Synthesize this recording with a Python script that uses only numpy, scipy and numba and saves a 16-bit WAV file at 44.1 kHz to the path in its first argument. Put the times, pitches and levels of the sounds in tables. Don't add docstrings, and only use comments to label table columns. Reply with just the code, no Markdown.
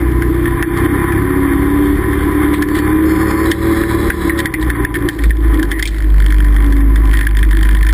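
import sys
import numpy as np
from scipy import signal
from scipy.io import wavfile
from scipy.ndimage import uniform_filter1d, minimum_filter1d
from numba import njit

SR = 44100
rng = np.random.default_rng(int(sys.argv[2]) if len(sys.argv) > 2 else 0)


def magnitude_from_level(level_db):
    exponent = np.asarray(level_db, float) / 20
    return 10 ** exponent


def wrap_up_sound(samples):
    columns = np.atleast_2d(samples).T
    tamed = np.clip(columns, -1, 1)
    steps = np.round(tamed * 32767).astype(np.int16)
    wavfile.write(sys.argv[1], SR, steps)


N = 349713

# time in seconds, cycle rate in Hz.
ENGINE_CYCLE_HZ = [(0, 30.6), (.6, 30.6), (1.3, 35.2), (2.5, 35.8), (3.7, 38), (4.4, 35.6), (4.62, 29.7),
                   (4.9, 29.3), (5.2, 27), (5.42, 27.3), (5.62, 25.7), (6, 25.49), (6.25, 24.71),
                   (6.7, 25.23), (6.95, 25.87), (7.25, 25.29), (7.58, 24.84), (7.93, 25.57)]
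# time in seconds, load in dB.
THROTTLE_LOAD_DB = [(0, -1), (.55, -2.5), (.9, 1.5), (1.4, 0), (2.1, -1.5), (2.4, 0), (3.0, 1), (3.7, 1.5),
                    (4.4, -0.5), (4.6, -3), (5.05, -3), (5.35, -6), (5.6, -2), (5.9, -12.5), (6.3, -7),
                    (6.8, -4), (7.3, -5.5), (7.93, -1.5)]
# time in seconds, sway in dB.
CAGE_SWAY_DB = [(0, -14), (.1, -14), (.9, -33), (4.55, -29), (4.68, -11), (4.8, -20.5), (5.17, -24),
                (5.27, -3), (5.39, -11), (5.49, -6.5), (5.7, -12.5), (5.97, -18), (6.12, -6), (7.1, -5),
                (7.28, -4), (7.7, -4.5), (7.93, 1.5)]
# multiple of the cycle rate, level in dB.
ENGINE_ORDERS = [(1, -12), (3, 6), (5, 2), (6, 0.5), (7, -4.5), (8, -4.5), (9, -11), (10, 3)]
# time in seconds, rate in Hz.
DRIVELINE_HZ = [(0, 85.1), (.65, 84.5), (.85, 87.3), (1.08, 86.9), (1.22, 92), (1.55, 92.7), (1.8, 96.7),
                (2.1, 96), (2.4, 100.2), (2.8, 100.5), (3.1, 105.6), (3.75, 111.2), (4.35, 112.7),
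                (5.08, 92.36), (5.9, 78.2), (6.35, 75.24), (6.75, 70.43), (7.93, 62.4)]
# multiple of the driveline rate, level in dB.
MESH_ORDERS = [(3, -1), (4, -2.5), (5, -9)]
# frequency in Hz, width in Hz, level in dB.
CAB_MODES = [(286.4, 33.7, 1), (323.4, 56, 4), (395, 69, -12.5), (472, 91, -15.5)]
# frequency in Hz, width in Hz, level in dB.
SHELL_MODES = [(798, 92, -11), (1001.8, 66.6, -2.5), (1137, 280, -11), (1535, 500, -16), (1760, 121, -8),
               (1860, 80, -8.5), (2080, 373, -13.5), (2392, 18.6, -15)]
# frequency in Hz, width in Hz, level in dB.
THIN_MODES = [(3200, 580, 0.5), (3575, 380, 0), (3820, 140, -14), (4455, 120, -5), (5310, 600, -17.5),
              (5780, 83, -9.5)]
# start in seconds, end in seconds, frequency in Hz,
# width in Hz, level in dB.
CONTACTS = [(3.05, 4.3, 4400, 330, -43), (3.05, 4.3, 5120, 300, -44), (3.45, 4.33, 3900, 230, -38),
            (3.45, 4.33, 3450, 500, -37), (2.67, 2.86, 4450, 250, -43), (4.372, 4.418, 3500, 1700, -29),
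            (5.715, 5.815, 1900, 260, -24), (5.91, 5.995, 1950, 350, -31), (2.53, 2.59, 3400, 1400, -33),
            (2.74, 2.81, 3400, 1400, -32), (4.938, 4.968, 3800, 2200, -33), (4.605, 4.64, 4000, 1800, -36),
            (5.2, 5.31, 3600, 2000, -40), (5.09, 5.18, 4000, 2500, -41), (5.9, 6.0, 3800, 2200, -44),
            (7.12, 7.26, 1850, 300, -25)]
# time in seconds, looseness in dB.
CLAMP_PLAY_DB = [(0, -19.5), (5.6, -9), (6.0, -6.5), (6.35, 1), (6.65, -5), (6.87, -19), (7.15, 4),
                 (7.37, 0), (7.93, 7)]
# time in seconds, peak in dB, ring in Hz, crack minus ring in dB.
CLAMP_KNOCKS = [(.22, -14.5, 1740, -8), (0.4547, -16.5, 1747, -11), (.6249, -2.5, 1770, -8.5),
                (1.1205, -13.5, 1758, -10.5), (2.1287, -17.5, 1770, -13), (2.5369, -13, 2084, -5),
                (2.6219, -8, 1800, -4), (2.7867, -12.5, 1911, -6.5), (3.5142, -3, 1870, 3),
                (3.8347, -11.5, 1770, -27), (4.1007, -2.5, 1739, -13), (4.2943, -7.5, 1860, -19),
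                (4.3886, -13, 1970, -3), (4.4017, -9.5, 1840, -4.5), (4.456, -1, 1860, -7.5),
                (4.5378, -5, 2080, -8.5), (4.7001, -5, 1770, -12), (4.8474, -4, 1850, -17),
                (4.9533, -10.5, 1770, -20), (5.0867, -5, 1800, -3.5), (5.305, -8, 1800, -12),
                (5.6273, -13, 1620, -2.5), (5.7144, -12.5, 1850, -2.5), (5.825, -10.5, 2040, 2),
                (5.8538, -15.5, 2310, 2), (5.874, -25.5, 1970, 13), (7.1363, -9.5, 1860, -8),
                (7.208, -11, 1760, -11), (7.2665, -7.5, 1755, -17), (7.4276, -9.5, 1850, -9)]
# time in seconds, peak in dB.
CLAMP_TICKS = [(0.116, -27), (0.7728, -18), (7.392, -24), (6.7229, -18), (2.6856, -16.5), (2.7517, -15.5),
               (6.765, -21), (7.6525, -19), (6.804, -20), (4.625, -15.5), (4.9408, -12.5), (5.188, -20),
               (5.236, -16), (5.5414, -22.5), (5.5952, -20), (5.7923, -17.5), (6.4444, -18.5),
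               (6.3037, -20.5), (6.562, -17), (6.9573, -19), (7.1886, -16), (7.3685, -13.5), (7.5088, -14),
               (7.5684, -13.5), (7.6278, -14.5), (7.7106, -17), (7.7477, -10), (7.8273, -8.5), (7.8648, -9),
               (7.888, -6.5)]


def level(x, db):
    return x * magnitude_from_level(db) / np.sqrt(np.mean(x ** 2))


def curves(table):
    s, *columns = np.transpose(table)
    return [np.interp(np.arange(N) / SR, s, c) for c in columns]


@njit
def svf(x, hz, width_hz):
    y, b, l = np.empty(len(x)), 0., 0.
    g, k = np.tan(np.pi * hz / SR), width_hz / hz
    for i in range(len(x)):
        v = (b + g * (x[i] - l)) / (1 + g * (g + k))
        b, l, y[i] = 2 * v - b, l + 2 * g * v, k * v
    return y


@njit
def duck(ear, top, release):
    gain, e = np.empty(len(ear)), 0.
    for i in range(len(ear)):
        e = max(abs(ear[i]), e * release)
        gain[i] = top / max(e, top)
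    return gain


def body(x, modes):
    out = 0
    for k, (hz, width_hz, db) in enumerate(modes):
        once = svf(x, 1. * hz, 0.85 * width_hz)
        out = out + (-1) ** k * magnitude_from_level(db) * svf(once, 1. * hz, 0.85 * width_hz)
    return out


def noise():
    return rng.standard_normal(N)


def walk(rate_hz):
    k = int(SR / rate_hz)
    held = np.repeat(rng.standard_normal(N // k + 1), k)
    return 1.36 * uniform_filter1d(uniform_filter1d(held, k), k)[:N]


def stack(turns, orders, wobble_db, rate_hz, jitter_rad):
    return sum(magnitude_from_level(db + wobble_db * walk(rate_hz)) * np.sin(2 * np.pi * k * turns + jitter_rad * walk(rate_hz))
               for k, db in orders)


def knocks():
    out, t = np.zeros(N + 4000), np.arange(4000) / SR
    knock_ms, tick_ms, tick_hz, tick_crack_db = 3, 3.2, 1850, -5
    hits = [tuple(row) + (knock_ms,) for row in CLAMP_KNOCKS]
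    hits += [(s, db, tick_hz, tick_crack_db, tick_ms) for s, db in CLAMP_TICKS]
    for s, peak_db, hz, crack_db, blow_ms in hits:
        blow = rng.standard_normal(len(t)) * np.minimum(t / 0.0012, 1) * np.exp(-1000 * t / blow_ms)
        grit = rng.standard_normal(len(t)) ** 3
        blow += .09 * grit * np.minimum(t / .002, 1) * np.exp(-t / .011)
        ring = body(blow, [(hz, 520, 0), (1.04 * hz, 110, -2)]) + .3 * body(blow, SHELL_MODES)
        snap = blow * (.6 + np.exp(-t / .002))
        crack = 2.2 * body(snap, THIN_MODES) + svf(snap, 4200., 4000.)
        hit = ring / abs(ring).max() + magnitude_from_level(crack_db) * crack / abs(crack).max()
        out[int(s * SR):][:len(t)] += magnitude_from_level(peak_db + 5.0) * hit
    return out[:N]


def contacts(shake):
    t, edge_s = np.arange(N) / SR, .008
    scrape = shake * noise()
    out = np.zeros(N)
    for start_s, end_s, hz, width_hz, db in CONTACTS:
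        gate = np.clip(np.minimum(t - start_s, end_s - t) / edge_s, 0, 1)
        out += gate * level(body(scrape, [(hz, width_hz, 0)]), db)
    return out


def case(turns, load_db):
    buzz_db = -22.5 + 1.47 * load_db
    sizzle_db = -43.5 + 1.3 * load_db + 2.3 * walk(5.7)
    rattle_db = -29 + curves(CLAMP_PLAY_DB)[0]
    firing, phase = np.divmod(2 * turns + 1.54, 1)
    puff_size, tap_size = rng.standard_normal((N // 200, 2))[firing.astype(int)].T
    shake = 1.8 + np.exp(-phase / .3) * magnitude_from_level(2.5 * puff_size)
    shake = shake * magnitude_from_level(1.5 * walk(60) + 1.5 * walk(9))
    buzz = level(body(shake * noise(), SHELL_MODES), 0)
    sizzle = level(body(shake * noise(), THIN_MODES), 0)
    tap_db = 4.5 * np.clip(tap_size, -2, 1.4) + 2 * (firing % 2)
    blows = np.exp(-phase / .04) * magnitude_from_level(tap_db) * noise()
    taps = level(body(blows, SHELL_MODES[3:]), 0)
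    taps = taps + level(body(blows, THIN_MODES), -10.5)
    taps = taps + 0 * blows + level(svf(blows, 3260.0, 4500.0), -11)
    return magnitude_from_level(buzz_db) * buzz + magnitude_from_level(sizzle_db) * sizzle + magnitude_from_level(rattle_db) * taps + contacts(shake)


def driveline(load_db):
    hz, = curves(DRIVELINE_HZ)
    t = np.arange(N) / SR
    clean_db = 0.5 - 0.04 * (hz - 85)
    coast_start_s, coast_end_s, coast_db = 4.42, 6.15, -11
    clean_db += coast_db * np.clip(np.minimum(t - coast_start_s, coast_end_s - t) / 0.078, 0, 1)
    clean_db = np.minimum(clean_db, 1)
    hz = hz * (1 + .007 * walk(6))
    mesh = stack(np.cumsum(hz) / SR, MESH_ORDERS, wobble_db=2.5, rate_hz=9, jitter_rad=.2)
    tones = level(0.25 * mesh + body(mesh, CAB_MODES), -0.8)
    roar = level(body(noise() * magnitude_from_level(1.5 * walk(30)), CAB_MODES), -4)
    return magnitude_from_level(-14 + 1.38 * load_db) * (magnitude_from_level(clean_db / 2) * tones + magnitude_from_level(-clean_db / 2) * roar)


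def engine(turns, load_db):
    (cycle_hz,), (cage_db,) = curves(ENGINE_CYCLE_HZ), curves(CAGE_SWAY_DB)
    boom = np.sqrt(2) * magnitude_from_level(1.0 * walk(22)) * np.sin(4 * np.pi * turns + .15 * walk(25))
    boom_gain = np.hypot(magnitude_from_level(-20.5 + 1.1 * load_db), magnitude_from_level(cage_db))
    double = np.sqrt(2) * magnitude_from_level(0.8 * walk(21)) * np.sin(8 * np.pi * turns + 0.41 * walk(9.9))
    floor_hz, floor_width_hz = 124.7, 26.3
    panel = magnitude_from_level(-22) / (1 + (2 * (4 * cycle_hz - floor_hz) / floor_width_hz) ** 8) ** .5
    double_gain = np.maximum(panel, magnitude_from_level(cage_db - 19))
    orders = level(stack(turns, ENGINE_ORDERS, wobble_db=2.5, rate_hz=8, jitter_rad=.3), -1.5)
    rumble = level(svf(noise(), 180.0, 87.0), -12)
    frame_hz = 51.37 + 1.67 * walk(6)
    frame = np.sqrt(2) * magnitude_from_level(2.9 * walk(13)) * np.sin(2 * np.pi * np.cumsum(frame_hz) / SR)
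    sway = level(svf(noise(), 40.0, 23.0), -27)
    return (boom_gain * boom + double_gain * double + magnitude_from_level(-18.5 + 1.75 * load_db) * (orders + rumble)
            + magnitude_from_level(-24) * frame + sway)


def scene():
    turns = .232 + np.cumsum(curves(ENGINE_CYCLE_HZ)[0]) / SR
    load_db, = curves(THROTTLE_LOAD_DB)
    return (engine(turns, load_db) + driveline(load_db) + case(turns, load_db) + knocks())[None]


def holes(x):
    hz, _, z = signal.stft(x, SR, "cosine", nperseg=2048)
    band = uniform_filter1d(abs(z) ** 2, size=8, axis=0)
    limit_db = -80.5 + np.interp(hz, [2500, 4000, 5200, 14200, 14700], [0, 5, 0, 0, 12])
    frame_db = 10 * np.log10(band[120:].mean(axis=0) + 1e-12)
    limit_db = limit_db[:, None] + .5 * np.minimum(frame_db - np.median(frame_db), 0)
    keep = (band > magnitude_from_level(2 * limit_db)) | (hz < 2500)[:, None]
    return signal.istft(z * keep, SR, "cosine", nperseg=2048)[1][:N]


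def roll_off(x):
    return signal.sosfilt(signal.butter(12, 15820, fs=SR, output="sos"), x)


def record(dry):
    x = signal.sosfilt(signal.butter(2, 22, "high", fs=SR, output="sos"), dry[0])
    top, release_s = 0.84, 0.15
    gain = duck(x + 1.05 * svf(x, 1260.0, 2000.), top, np.exp(-1 / (release_s * SR)))
    x = x * uniform_filter1d(gain, size=201, origin=100)
    x = x * uniform_filter1d(minimum_filter1d(duck(x, .66, .995), size=32), size=32)
    x = signal.sosfilt(signal.butter(8, 5800, fs=SR, output="sos"), x)
    slow = signal.resample_poly(x, 40, 147)
    held = signal.resample_poly(np.repeat(slow, 4), 147, 160)[:N]
    held = signal.sosfilt(signal.butter(24, 15250, fs=SR, output="sos"), holes(held))
    return roll_off(held[None])


dry = scene()
out = record(dry)
wrap_up_sound(out)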